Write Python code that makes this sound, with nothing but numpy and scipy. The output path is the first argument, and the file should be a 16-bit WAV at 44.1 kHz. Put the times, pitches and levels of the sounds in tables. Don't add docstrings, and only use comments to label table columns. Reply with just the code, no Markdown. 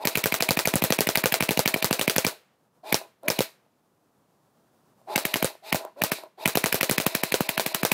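import sys
import numpy as np
from scipy import signal
from scipy.fft import rfft, irfft
from scipy.io import wavfile
from scipy.ndimage import uniform_filter1d

SR = 44100
rng = np.random.default_rng(int(sys.argv[2]) if len(sys.argv) > 2 else 0)


def elevation(decibels):
    levels = np.asarray(decibels, float)
    return 10 ** (levels / 20)


def materialize(psi):
    bounded = np.clip(np.atleast_2d(psi).T, -1, 1)
    quanta = np.round(bounded * 32767).astype(np.int16)
    wavfile.write(sys.argv[1], SR, quanta)


N = 349713


def rms_one(x):
    return x / np.sqrt(np.mean(x ** 2) + 1e-20)


def coloured(points):
    hz, db = np.transpose(points)
    grid = np.maximum(np.fft.rfftfreq(N, 1 / SR), 1)
    gain = elevation(np.interp(np.log(grid), np.log(hz), db))
    return rms_one(irfft(rfft(rng.standard_normal(N)) * gain, N))


def band(x, low_hz, high_hz):
    return signal.sosfilt(signal.butter(2, [low_hz, high_hz], "band", fs=SR, output="sos"), x)


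def noise_band(low_hz, high_hz, shape=N):
    return rms_one(band(rng.standard_normal(shape), low_hz, high_hz))


def clicks(seconds, gains):
    out = np.full(N, 1e-18)
    index = np.round(np.asarray(seconds) * SR).astype(int)
    np.add.at(out, np.clip(index, 0, N - 1), gains)
    return out


def ring(x, hz, t60):
    r, w = elevation(-60 / (t60 * SR)), 2 * np.pi * hz / SR
    return signal.lfilter([0, np.sin(w)], [1, -2 * r * np.cos(w), r * r], x)


def resonate(x, hz, width_hz):
    r, w = np.exp(-np.pi * width_hz / SR), 2 * np.pi * hz / SR
    return signal.lfilter([(1 - r * r) / 2, 0, (r * r - 1) / 2], [1, -2 * r * np.cos(w), r * r], x)


def dying(x, t60):
    return signal.lfilter([1], [1, -elevation(-60 / (t60 * SR))], x)


def place(seconds, rows, lead):
    out = np.zeros(N + rows.shape[1])
    for s, row in zip(seconds, rows):
        start = round(s * SR) - lead
        out[start:start + len(row)] += row
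    return out[:N]


def echo(x, delay_s, gain_db, low_hz):
    late = np.concatenate([np.zeros(round(delay_s * SR)), x])[:N]
    return x + elevation(gain_db) * band(late, low_hz, 18000)


# (pitch [Hz], level [dB per Hz])
HUM = [(20, -15.5), (75, 0), (130, 0.5), (400, -6.5), (700, -8), (1130, -12), (2230, -25.5), (15000, -29.5)]


def traffic():
    t, shot_s = np.arange(N) / SR, np.array(SHOTS)[:, 0]
    since = t - shot_s[np.maximum(np.searchsorted(shot_s, t) - 1, 0)]
    recovery_db = np.minimum(4.1 * since, 7)
    swell_db = 0.98 * noise_band(4.8, 9.3)
    return elevation(-70 + recovery_db + swell_db) * coloured(HUM)


# (pull [s], motor stalls [s], speed before the first shot [share of full])
RUNS = [
    (-.015, 2.33, 1.06),
    (2.83, 3.05, 1),
    (3.225, 3.47, .7),
    (5.068, 5.51, 1),
    (5.62, 5.875, 1),
    (5.955, 6.26, .7),
    (6.372, 8.5, 1.04),
]


def motor_speed(t):
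    pull, _, share = np.transpose(RUNS)[:, np.searchsorted(np.array(RUNS)[:, 0], t) - 1]
    fired = np.array(SHOTS)[:, 0]
    first = fired[np.searchsorted(fired, pull)]
    top = uniform_filter1d(np.where(t < first, share, 1.), size=600)
    winding = uniform_filter1d(1. * (t < first), size=400)
    load = .2 * share ** 4 * winding * np.exp(-np.abs(first - t) / .012)
    run_up = 0.28 * share * np.exp(-(t - pull) / 0.034)
    return top - load - run_up, winding


# (winding up [dB], coasting out [dB])
GROWL_BY_RUN = [
    (-41, -46.5),
    (-42.5, -49.5),
    (-42.5, -53),
    (-36.5, -45.5),
    (-48.5, -44),
    (-45.5, -49.5),
    (-43.5, -43.5),
]


def effort(t):
    run = np.searchsorted(np.array(RUNS)[:, 0], t) - 1
    pull, stall, share = np.transpose(RUNS)[:, run]
    wind_db, coast_db = np.transpose(GROWL_BY_RUN)[:, run]
    fired = np.array(SHOTS)[:, 0]
    first, last = fired[np.searchsorted(fired, pull)], fired[np.searchsorted(fired, stall) - 1]
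    firing_db = -44.5
    growl = np.where(t < first, wind_db, np.where(t < last, firing_db, coast_db))
    growl = uniform_filter1d(growl, size=900)
    growl = growl + 7.5 * np.exp(-np.abs(first - t) / .02)
    stall_db_per_s, coast_db_per_s = 380, 274
    growl = growl - 35 * np.exp(-(t - pull) / 0.0062) - stall_db_per_s * np.maximum(t - stall, 0)
    slowness = uniform_filter1d(np.maximum(1 - share, 0) * (t < first), size=600)
    whine = firing_db - 24.5 * slowness - 35 * np.exp(-(t - pull) / 0.027)
    whine = whine - coast_db_per_s * np.maximum(t - last - .055, 0) * (stall < N / SR)
    return growl, whine


# (multiple of the mesh pitch [count], level [dB])
MESH = [(1, -10), (2, -2), (3, 0), (4, -8)]
# (pitch [Hz], level [dB per Hz])
GRIND = [(300, -38.5), (1200, -11.5), (2500, 2.5), (3200, -7.5), (4000, 3.5), (6000, -11), (14000, -8.5),
         (16000, -22)]
# (time [s], peak level [dB])
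KNOCKS = [
    (2.812, -62),
    (3.014, -31.5),
    (3.233, -37),
    (3.663, -59),
    (5.015, -52),
    (5.552, -39),
    (5.81, -32),
    (5.85, -24),
    (6.185, -32.5),
    (6.236, -31.5),
]
# (pitch [Hz], width [Hz], level [dB])
CASE = [(380, 80, -9), (650, 60, 0), (800, 120, -4), (950, 100, -7), (1250, 200, -16)]


def gearbox():
    t = np.arange(N) / SR
    growl_db, whine_db = effort(t)
    speed, winding = motor_speed(t)
    wander = noise_band(15, 90)
    turn = 2 * np.pi * np.cumsum(speed * (1 + 0.01 * wander)) / SR
    teeth = rng.standard_normal(N) * elevation(3 * noise_band(22, 200))
    shell = np.zeros(N)
    for hz, width, db in CASE:
        shell += elevation(db) * rms_one(resonate(resonate(teeth, hz, width), hz, 3 * width))
    shell = rms_one(shell)
    strain = .35 + .95 * winding
    judder = .6 + .55 * noise_band(15, 110)
    rotor_hz, mesh_hz = 465, 1320
    octave = np.sin(2 * rotor_hz * turn)
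    rotor = strain * (.3 * np.sin(rotor_hz * turn) + .8 * octave) * judder
    rotor += 1.8 * winding * resonate(octave, 660, 90)
    rough = .45 + .75 * noise_band(10, 160, (len(MESH), N))
    mesh = sum(elevation(db) * np.sin(k * mesh_hz * turn) * rough[k - 1] for k, db in MESH)
    mesh = strain * speed ** 4 * mesh
    free = np.convolve(clicks(np.array(SHOTS)[:, 0] - .02, 1.), np.hanning(800))[:N]
    whine = (mesh + 1.3 * coloured(GRIND)) * (1 - .6 * free)
    knock_s, knock_db = np.transpose(KNOCKS)
    knocks = sum(ring(clicks(knock_s, elevation(knock_db + db - 2.5)), hz, 2.0 / width)
                 for hz, width, db in CASE)
    knocks = band(band(knocks, 350, 1200), 250, 1600)
    knocks += dying(clicks(knock_s, elevation(knock_db - 14)), .012) * coloured(MUZZLE)
    growl = (1 - .3 * winding) * shell + rotor
    return elevation(growl_db) * growl + elevation(whine_db) * whine + knocks


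def loaded():
    gaps = np.array(HITS)[:, 0] - np.array(SHOTS)[:, :1]
    return np.any((gaps > 0) & (gaps < .025), axis=1)


# (pitch [Hz], level [dB per Hz])
MUZZLE = [(150, -37), (300, -12), (700, -1.5), (1500, -8), (4000, -8.5), (8000, -12), (13000, -4),
          (16000, -11.5)]
# (time [s], muzzle pop [dB], air thump [dB])
FIRST_BURST = [(0.0537, -13, -18), (0.1555, -14, -23), (0.2405, -13, -23.5), (0.3239, -15.5, -21.5),
               (0.407, -16, -22.5), (0.49, -13.5, -18.5), (0.5729, -15.5, -16.5), (0.6561, -14, -26),
               (0.7393, -16.5, -14), (0.8228, -16.5, -15.5), (0.9054, -15.5, -13), (0.9891, -15.5, -16.5),
               (1.072, -14, -19), (1.1563, -10, -29.5), (1.24, -15, -16.5), (1.3238, -12, -21),
               (1.4073, -13, -17.5), (1.4911, -14, -15.5), (1.5748, -15, -17), (1.659, -15, -16.5),
               (1.7426, -12.5, -18), (1.8262, -15.5, -27.5), (1.9106, -15.5, -13.5), (1.9948, -15, -24),
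               (2.0792, -14.5, -14), (2.1633, -11.5, -17.5), (2.2492, -13, -17)]
SHORT_BURSTS = [(2.9266, -11.5, -17.5), (3.284, -11.5, -21), (3.3907, -13.5, -14), (5.16, -9.5, -18),
                (5.2532, -14.5, -20.5), (5.3413, -13, -24.5), (5.4271, -15.5, -17), (5.7274, -12.5, -17),
                (6.0198, -16, -19.5), (6.1191, -13, -20)]
LAST_BURST = [(6.4583, -10.5, -14.5), (6.5553, -13, -17), (6.6413, -12, -15.5), (6.727, -11.5, -27),
              (6.8111, -12, -24), (6.8968, -13.5, -19.5), (6.982, -12, -16), (7.0654, -10.5, -13),
              (7.151, -11.5, -18.5), (7.2357, -14, -20), (7.3224, -14, -24), (7.4072, -20, -12.5),
              (7.4916, -13, -23.5), (7.5786, -14.5, -21.5), (7.6634, -15.5, -22.5), (7.7473, -12.5, -23.5),
              (7.8331, -15.5, -14.5), (7.9179, -10, -16)]
SHOTS = FIRST_BURST + SHORT_BURSTS + LAST_BURST


def shots():
    s, hiss_db, thump_db = np.transpose(SHOTS)
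    ring_db = hiss_db + 1.5 - 0.1 * (thump_db + 20.5) - 4 * ~loaded()
    lead = 300
    ms = (np.arange(1200) - lead) * 1000 / SR
    full = loaded()[:, None]
    peak = elevation(np.minimum(12 * ms, -np.where(full, 12, 6) * ms))
    build = elevation(-12.5 + np.minimum(2.8 * ms, -np.where(full, 3.6, 2.2) * ms))
    wobble = noise_band(1700, 2890, (len(s), len(ms)))
    chance = rng.standard_normal((len(s), 2))
    barrel_hz = 2350 * (1 + .012 * chance[:, :1])
    tone = np.cos(2 * np.pi * barrel_hz * ms / 1000 + .8 + .4 * chance[:, 1:])
    barrel = np.where(full, .95, .3) * peak * tone + (build + .3 * peak) * wobble
    barrel = elevation(ring_db)[:, None] * barrel
    sharp = 1.3 * elevation(np.minimum(20 * ms, -np.where(full, 20, 8) * ms))
    rush = elevation(-6 + np.minimum(6.0 * ms, -np.where(full, 3.0, 1.6) * ms))
    hiss = place(s, elevation(hiss_db - 6.5)[:, None] * (sharp + rush), lead) * coloured(MUZZLE)
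    swing = ring(clicks(s + 0.000085, elevation(thump_db + 5.0)), 182, 0.016)
    suck = ring(clicks(s - .0003, elevation(thump_db + 15)), 620, 0.0013)
    spread = rng.standard_normal((len(s), len(CASE)))
    shell = np.zeros(N)
    for k, (hz, width, db) in enumerate(CASE):
        shell += ring(clicks(s, elevation(ring_db + db - 16) * spread[:, k]), hz, 1.6 / width)
    pop = place(s, barrel, lead) + hiss
    sharp_pop = pop * place(s, full * np.ones(len(ms)), lead)
    return echo(sharp_pop, 0.0066, -12, 1700) + pop - sharp_pop + swing - suck + shell


# (pitch [Hz], level [dB], 60 dB decay [s])
PANEL = [(317, -0.5, 0.013), (430, -2.5, 0.034), (520, 1, 0.034), (672, 0, .025), (840, -1, 0.018),
         (957, -5.5, 0.018), (1210, -7, 0.023), (1500, -5, .018), (2400, -9, 0.028)]
# (time [s], crack [dB], hollow boom [dB], crack colour [Hz])
PELLET_HITS = [(0.0728, -12, -36.5, 12400), (0.1739, -14, -10, 13500), (0.2584, -10.5, -10, 14000),
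               (0.342, -15, -20, 15200), (0.4243, -14.5, -32, 4700), (0.508, -9, -5.5, 4670),
               (0.591, -13, -25, 5070), (0.6742, -11.5, -8, 6000), (0.7568, -10.5, -1, 10800),
               (0.8399, -9, -6, 12100), (0.9236, -10, -18.5, 6200), (1.0072, -7.5, -10, 11700),
               (1.09, -15.5, -25, 5100), (1.174, -12, -9, 4630), (1.258, -9.5, -12, 2740),
               (1.3413, -10.5, -39, 14000), (1.4252, -14, -8.5, 2700), (1.5088, -13.5, -8, 4000),
               (1.5927, -9, -7, 4800), (1.677, -10.5, -44.5, 14300), (1.7619, -42, -44, 13400),
               (1.8447, -7, -7, 4200), (1.9286, -13.5, -29, 4500), (2.0129, -14.5, -29, 2920),
               (2.0978, -12.5, -34, 4700), (2.1825, -9.5, -14, 6600), (2.2668, -12, -10.5, 5070),
               (2.9443, -10, -16, 5370), (3.3019, -12, -16, 5440), (3.4065, -15.5, -14, 3830),
              (5.179, -18, -38, 12300), (5.3582, -21.5, -43, 11500), (5.4456, -14, -10, 9500),
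              (5.7457, -15, -7.5, 15100), (6.0378, -11, -12, 13900), (6.477, -13.5, -11, 11800),
              (6.573, -14, -39, 12900), (6.66, -15.5, -24, 9800), (6.7443, -12.5, -13, 13000),
              (6.8308, -14.5, -30, 12200), (6.9119, -10.5, -6.5, 10300), (7.0011, -16.5, -42, 2860),
              (7.342, -13, -34, 4160), (7.597, -14.5, -29.5, 4300), (7.851, -13.5, -43, 13700)]
HITS = PELLET_HITS


def hits():
    s, crack_db, boom_db, colour_hz = np.transpose(HITS)
    touch_s = s - .0003
    snap_db = crack_db + 2.5 - 0.7 * np.maximum(boom_db + 21, 0)
    panel_db = -15.5 + 0.25 * (crack_db + 8) - 0.05 * np.maximum(boom_db + 23.5, 0)
    crack_env = dying(clicks(touch_s, elevation(crack_db + 1)), .002)
    crack_env += dying(clicks(s, elevation(crack_db - 16)), .025)
    snap_env = dying(clicks(touch_s, elevation(snap_db - 2)), .004)
    snap_env += dying(clicks(s, elevation(snap_db - 14)), .035)
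    crack = crack_env * noise_band(5000, 17000)
    snap = snap_env * noise_band(1300, 5800)
    t = np.arange(200) / SR
    ping_gain = elevation(np.maximum(crack_db, snap_db) + 1.5)[:, None]
    ping = ping_gain * np.sin(2 * np.pi * colour_hz[:, None] * t) * elevation(-60 * t / .0035)
    spread = rng.standard_normal((len(s), len(PANEL)))
    panel = np.zeros(N)
    for k, (hz, db, t60) in enumerate(PANEL):
        panel += ring(clicks(touch_s, elevation(panel_db + db - 4) * (0.32 + spread[:, k])), hz, t60)
    boom = ring(clicks(s, elevation(boom_db - 0.5)), 185, 0.0093)
    return echo(crack + snap + place(touch_s, ping, lead=0) + panel, 0.0098, -15.5, 900) + boom


# (pitch [Hz], level [dB per Hz])
SCATTER = [(88, -48), (150, -11), (475, 4), (759, -4), (1500, -3), (3500, -6.5), (12700, -8.5),
           (16000, -6.5)]


def yard():
    s, pop_db, _ = np.transpose(SHOTS)
    hit_s, crack_db = np.transpose(HITS)[:2]
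    empty = ~loaded()
    follows = 0.26
    bangs = clicks(hit_s + 0.0024, elevation(-22.5 + follows * (crack_db + 12)))
    bangs += clicks(s[empty] + 0.0014, elevation(-28 + follows * (pop_db[empty] + 15.5)))
    near = dying(bangs, 0.12) - dying(bangs, 0.021)
    far = elevation(-19.5) * (dying(bangs, 0.31) - dying(bangs, 0.012))
    hills = elevation(-29.5) * (dying(bangs, 0.68) - dying(bangs, .1))
    grain = elevation(3.2 * noise_band(60, 600))
    tail = near * grain * coloured(SCATTER)
    tail += far * band(coloured(SCATTER), 250, 14000)
    return tail + hills * band(coloured(SCATTER), 400, 3700)


def scene():
    return (traffic() + gearbox() + shots() + hits() + yard())[None]


def thin_highs(x, depth_db):
    highs = signal.sosfiltfilt(signal.butter(2, 4000, "high", fs=SR, output="sos"), x)
    shot_s, hit_s = np.array(SHOTS)[:, 0], np.array(HITS)[:, 0]
    gate = np.zeros(N)
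    ends_s, longest_s = .0055, .0115
    for s in shot_s:
        end = round((s - ends_s) * SR)
        length = (round(s * SR) - 711) % 1024 - round(ends_s * SR)
        gate[end - int(np.clip(length, 0, longest_s * SR)):end] = 1
    x = x - (1 - elevation(depth_db)) * uniform_filter1d(gate, size=40) * highs
    top = x - signal.sosfiltfilt(signal.cheby2(10, 20, 15950, fs=SR, output="sos"), x)
    bangs = clicks(np.concatenate([shot_s, hit_s]), 3.)
    near = np.minimum(np.convolve(bangs, np.hanning(500), "same"), 1)
    return x - (1 - near) * top


def roll_off(x):
    return signal.sosfilt(signal.butter(12, 16960, fs=SR, output="sos"), x)


def record(dry):
    x = .95 * np.tanh(dry / .95)
    x = signal.sosfilt(signal.butter(4, 112, "high", fs=SR, output="sos"), x) + elevation(-17) * x
    x = signal.sosfilt(signal.cheby2(12, 60, 17000, fs=SR, output="sos"), x)
    mix = thin_highs(x[0], depth_db=-17)[None]
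    return roll_off(mix)


dry = scene()
out = record(dry)
materialize(out)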